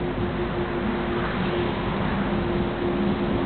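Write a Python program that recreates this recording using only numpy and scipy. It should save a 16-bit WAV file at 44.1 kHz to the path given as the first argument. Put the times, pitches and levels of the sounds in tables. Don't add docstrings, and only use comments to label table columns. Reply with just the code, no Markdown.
import sys
import numpy as np
from scipy import signal
from scipy.fft import rfft, irfft
from scipy.io import wavfile
from scipy.ndimage import uniform_filter1d

SR = 44100
rng = np.random.default_rng(int(sys.argv[2]) if len(sys.argv) > 2 else 0)


def materialize(psi):
    bounded = np.clip(np.atleast_2d(psi).T, -1, 1)
    quanta = np.round(bounded * 32767).astype(np.int16)
    wavfile.write(sys.argv[1], SR, quanta)


def natural_amplitude(level_db):
    exponent = np.asarray(level_db, float) / 20
    return 10 ** exponent


N = 152145
RATE_HZ = 8000


def evened(x):
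    return x / np.sqrt(np.mean(x ** 2) + 1e-20)


def read(points, hz):
    f, value = np.transpose(points)
    return np.interp(np.log(hz + 1), np.log(f + 1), value)


def along(rows, t=None):
    if t is None:
        t = np.arange(N) / SR
    rows = np.array(rows)
    return [np.interp(t, rows[:, 0], column) for column in rows[:, 1:].T]


def slow(top_hz):
    t = np.arange(0, N + 128, 64) / SR
    drift = 0
    for fraction in np.geomspace(1 / 20, 1, 24):
        drift = drift + np.sin(2 * np.pi * (fraction * top_hz * t + rng.random())) / np.sqrt(fraction)
    return np.interp(np.arange(N) / SR, t, evened(drift))


def tone(hz):
    cycles = np.cumsum(hz * np.ones(N)) / SR
    return np.sqrt(2) * np.sin(2 * np.pi * (cycles + rng.random()))


def fuzzy(hz, width_hz):
    pole = np.exp(-np.pi * width_hz / SR)
    z = rng.standard_normal(N + SR) + 1j * rng.standard_normal(N + SR)
    for _ in range(2):
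        z = signal.lfilter([1], [1, -pole], z)
    carrier = np.exp(2j * np.pi * np.cumsum(hz * np.ones(N)) / SR)
    return evened((z[SR:] * carrier).real)


def wash(shape, size, follows, patchy_db, flicker_db, scrubs=()):
    # start_s, level_db
    nearness = [(0, -1), (.3, 1), (.8, 0.9), (1.3, 2.94), (1.6, 3.06), (1.8, 2.2), (2.2, 2.7), (2.7, 2.5),
                (3.0, 2), (3.45, 2.6)]
    hop = size // 4
    frames = N // hop + 5
    t = np.arange(frames) * hop / SR
    hz = np.fft.rfftfreq(size, 1 / SR)[:size // 8, None]
    a, b, patches = rng.standard_normal((frames, len(hz), 3)).T
    patches = uniform_filter1d(patches, size=8, axis=0)
    patches = evened(uniform_filter1d(patches, size=10, axis=1))
    flicker = evened(uniform_filter1d(rng.standard_normal(frames), size=4))

    db = read(shape, hz) - 80 * (hz > RATE_HZ / 2)
    base = np.sqrt(np.mean(natural_amplitude(db) ** 2))
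    db = db + follows * along(nearness, t)[0] + patchy_db * patches + flicker_db * flicker
    for s, half_s, centre_hz, octaves, boost_db in scrubs:
        in_time = ((t - s) / half_s) ** 2
        in_pitch = (np.log2((hz + 1) / centre_hz) / octaves) ** 2
        db = db + boost_db * np.exp(-in_time - in_pitch)

    z = np.zeros((size // 2 + 1, frames), complex)
    z[:len(hz)] = (a + 1j * b) * natural_amplitude(db) / base
    return signal.istft(z, nperseg=size, noverlap=size - hop)[1][:N] / np.sqrt(size / 2)


def rumble():
    # pitch_hz, level_db (per Hz)
    rumble_shape = [(15, -34), (32, -22), (42, -7.5), (120, -3.5), (200, -0.5), (270, -7), (305, -14),
                    (450, -32.5)]
    return natural_amplitude(-23.5) * wash(rumble_shape, size=4096, follows=1.04, patchy_db=-0.4, flicker_db=1.5)


def engine():
    # start_s, rate_hz, level_db
    firing = [(0.0, 53.3, -39.5), (0.1, 52.74, -44), (0.2, 51.1, -30.5), (0.28, 51.8, -39),
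              (0.45, 52.1, -34.5), (0.92, 51.83, -44), (1.05, 50.37, -40), (2.16, 50.28, -36.5),
              (3.44, 50.7, -42), (3.45, 50.5, -53)]
    # multiple (of the rate), level_db
    orders = [(1, 0), (2, -9.5), (3, -9.5)]
    hz, db = along(firing)
    thump = np.zeros(N)
    for k, order_db in orders:
        voice = tone(k * hz) if k < 3 else fuzzy(k * hz, width_hz=3 * k)
        thump += natural_amplitude(db + order_db) * voice
    return thump


def exhaust_moan():
    # start_s, centre_hz, level_db
    moan = [(0, 205, -40), (.75, 205, -40), (.88, 214, -32), (1.03, 205, -41), (1.18, 213, -35),
            (1.32, 190, -41), (1.4, 188, -30), (1.52, 190, -30), (1.65, 200, -40), (1.85, 197, -37),
            (2.03, 199, -29), (2.33, 204, -29), (2.42, 198, -39), (2.65, 195, -33), (2.8, 195, -39),
            (2.92, 195, -27), (3.28, 204, -28), (3.38, 200, -38)]
    # start_s, centre_hz, level_db
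    strand = [(0, 258, -33.5), (.5, 251.8, -39), (.9, 235.9, -34), (1.25, 245.5, -34), (1.55, 245, -42.5),
              (1.8, 262.9, -45), (2.45, 250.3, -37), (2.8, 275.3, -37.5), (3.2, 274, -30)]
    noise_share = 0.45
    out = np.zeros(N)
    for resonance in (moan, strand):
        hz, db = along(resonance)
        steady = np.sqrt(1 - noise_share) * tone(hz + 4.0 * slow(top_hz=15))
        breathy = np.sqrt(noise_share) * fuzzy(hz, width_hz=30)
        out += natural_amplitude(db - 1) * (steady + breathy)
    return out


def fans():
    # start_s, pitch_hz, level_db, beat_depth (0-1)
    blade = [(0, 353.5, -34, .7), (.25, 352, -32, .7), (.6, 352.3, -32, .75), (.78, 351.5, -29, .6),
             (.92, 352.5, -32, .25), (1.21, 352, -30, .15), (1.3, 352, -39, .3), (1.44, 351, -35, .2),
             (1.57, 350, -26, .1), (1.68, 350, -31, .1), (1.76, 351, -45, .1), (1.84, 350.3, -33, .2),
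             (2.14, 351, -40, .3), (2.4, 350.5, -30, .2), (2.6, 350.5, -28, .1), (2.74, 350.8, -35, .1),
             (2.84, 350.2, -27.5, .15), (3.45, 351, -33, .45)]
    beat_hz, beat_top_s = 5.7, 0.77
    waver_hz, flutter_db = 1.2, 1.2
    hz, db, depth = along(blade)
    beat = 1 + depth * np.cos(2 * np.pi * beat_hz * (np.arange(N) / SR - beat_top_s))
    level = natural_amplitude(db + flutter_db * slow(top_hz=29.72))
    main = beat * level * tone(hz + waver_hz * slow(top_hz=12))
    neighbour = natural_amplitude(-45) * fuzzy(367.6, width_hz=4.3)
    return main + neighbour


def suction_and_brushes():
    # pitch_hz, level_db (per Hz)
    roar_shape = [(200, -26), (320, 0.5), (420, 1.5), (950, -2.5), (1400, -8.5), (1800, -9.5),
                  (2500, -15.5), (4000, -18)]
    # middle_s, half_length_s, centre_hz, width_octaves, boost_db
    brush_scrubs = [
        (.85, 0.47, 1600, 0.66, 4),
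        (1.42, 0.14, 1480, 0.31, 2.5),
        (1.46, 0.027, 3764, .4, 2.5),
        (1.25, .07, 1380, .4, 6),
        (1.6, 0.4, 3100, 0.93, 4.5),
        (1.9, 0.29, 959, 0.14, 4.5),
        (2.15, .2, 1420, 0.71, 4),
        (3.3, 0.27, 592.7, 1, 1.5),
    ]
    return natural_amplitude(-25) * wash(roar_shape, size=1024, follows=0.9, patchy_db=0.5, flicker_db=0.05,
                           scrubs=brush_scrubs)


def scene():
    mix = rumble() + engine() + exhaust_moan() + fans() + suction_and_brushes()
    return mix[None]


def band_limit(x):
    return signal.sosfilt(signal.butter(12, 4780, fs=SR, output="sos"), x)


def record(dry):
    # pitch_hz, level_db
    roll_off = [(3300, -0.71), (3800, -2), (4000, -5.5), (4250, -17), (4500, -35.5), (4650, -57),
                (4800, -78)]
    mirrored = dry * (1 + 2 * np.cos(2 * np.pi * RATE_HZ * np.arange(N) / SR))
    both = np.concatenate([mirrored, mirrored[:, ::-1]], axis=1)
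    hz = np.fft.rfftfreq(2 * N, 1 / SR)
    gain = natural_amplitude(read(roll_off, hz) - 60 * (hz > 5200))
    x = irfft(rfft(both) * gain)[:, :N]
    return band_limit(x - 0.0033)


dry = scene()
out = record(dry)
materialize(out)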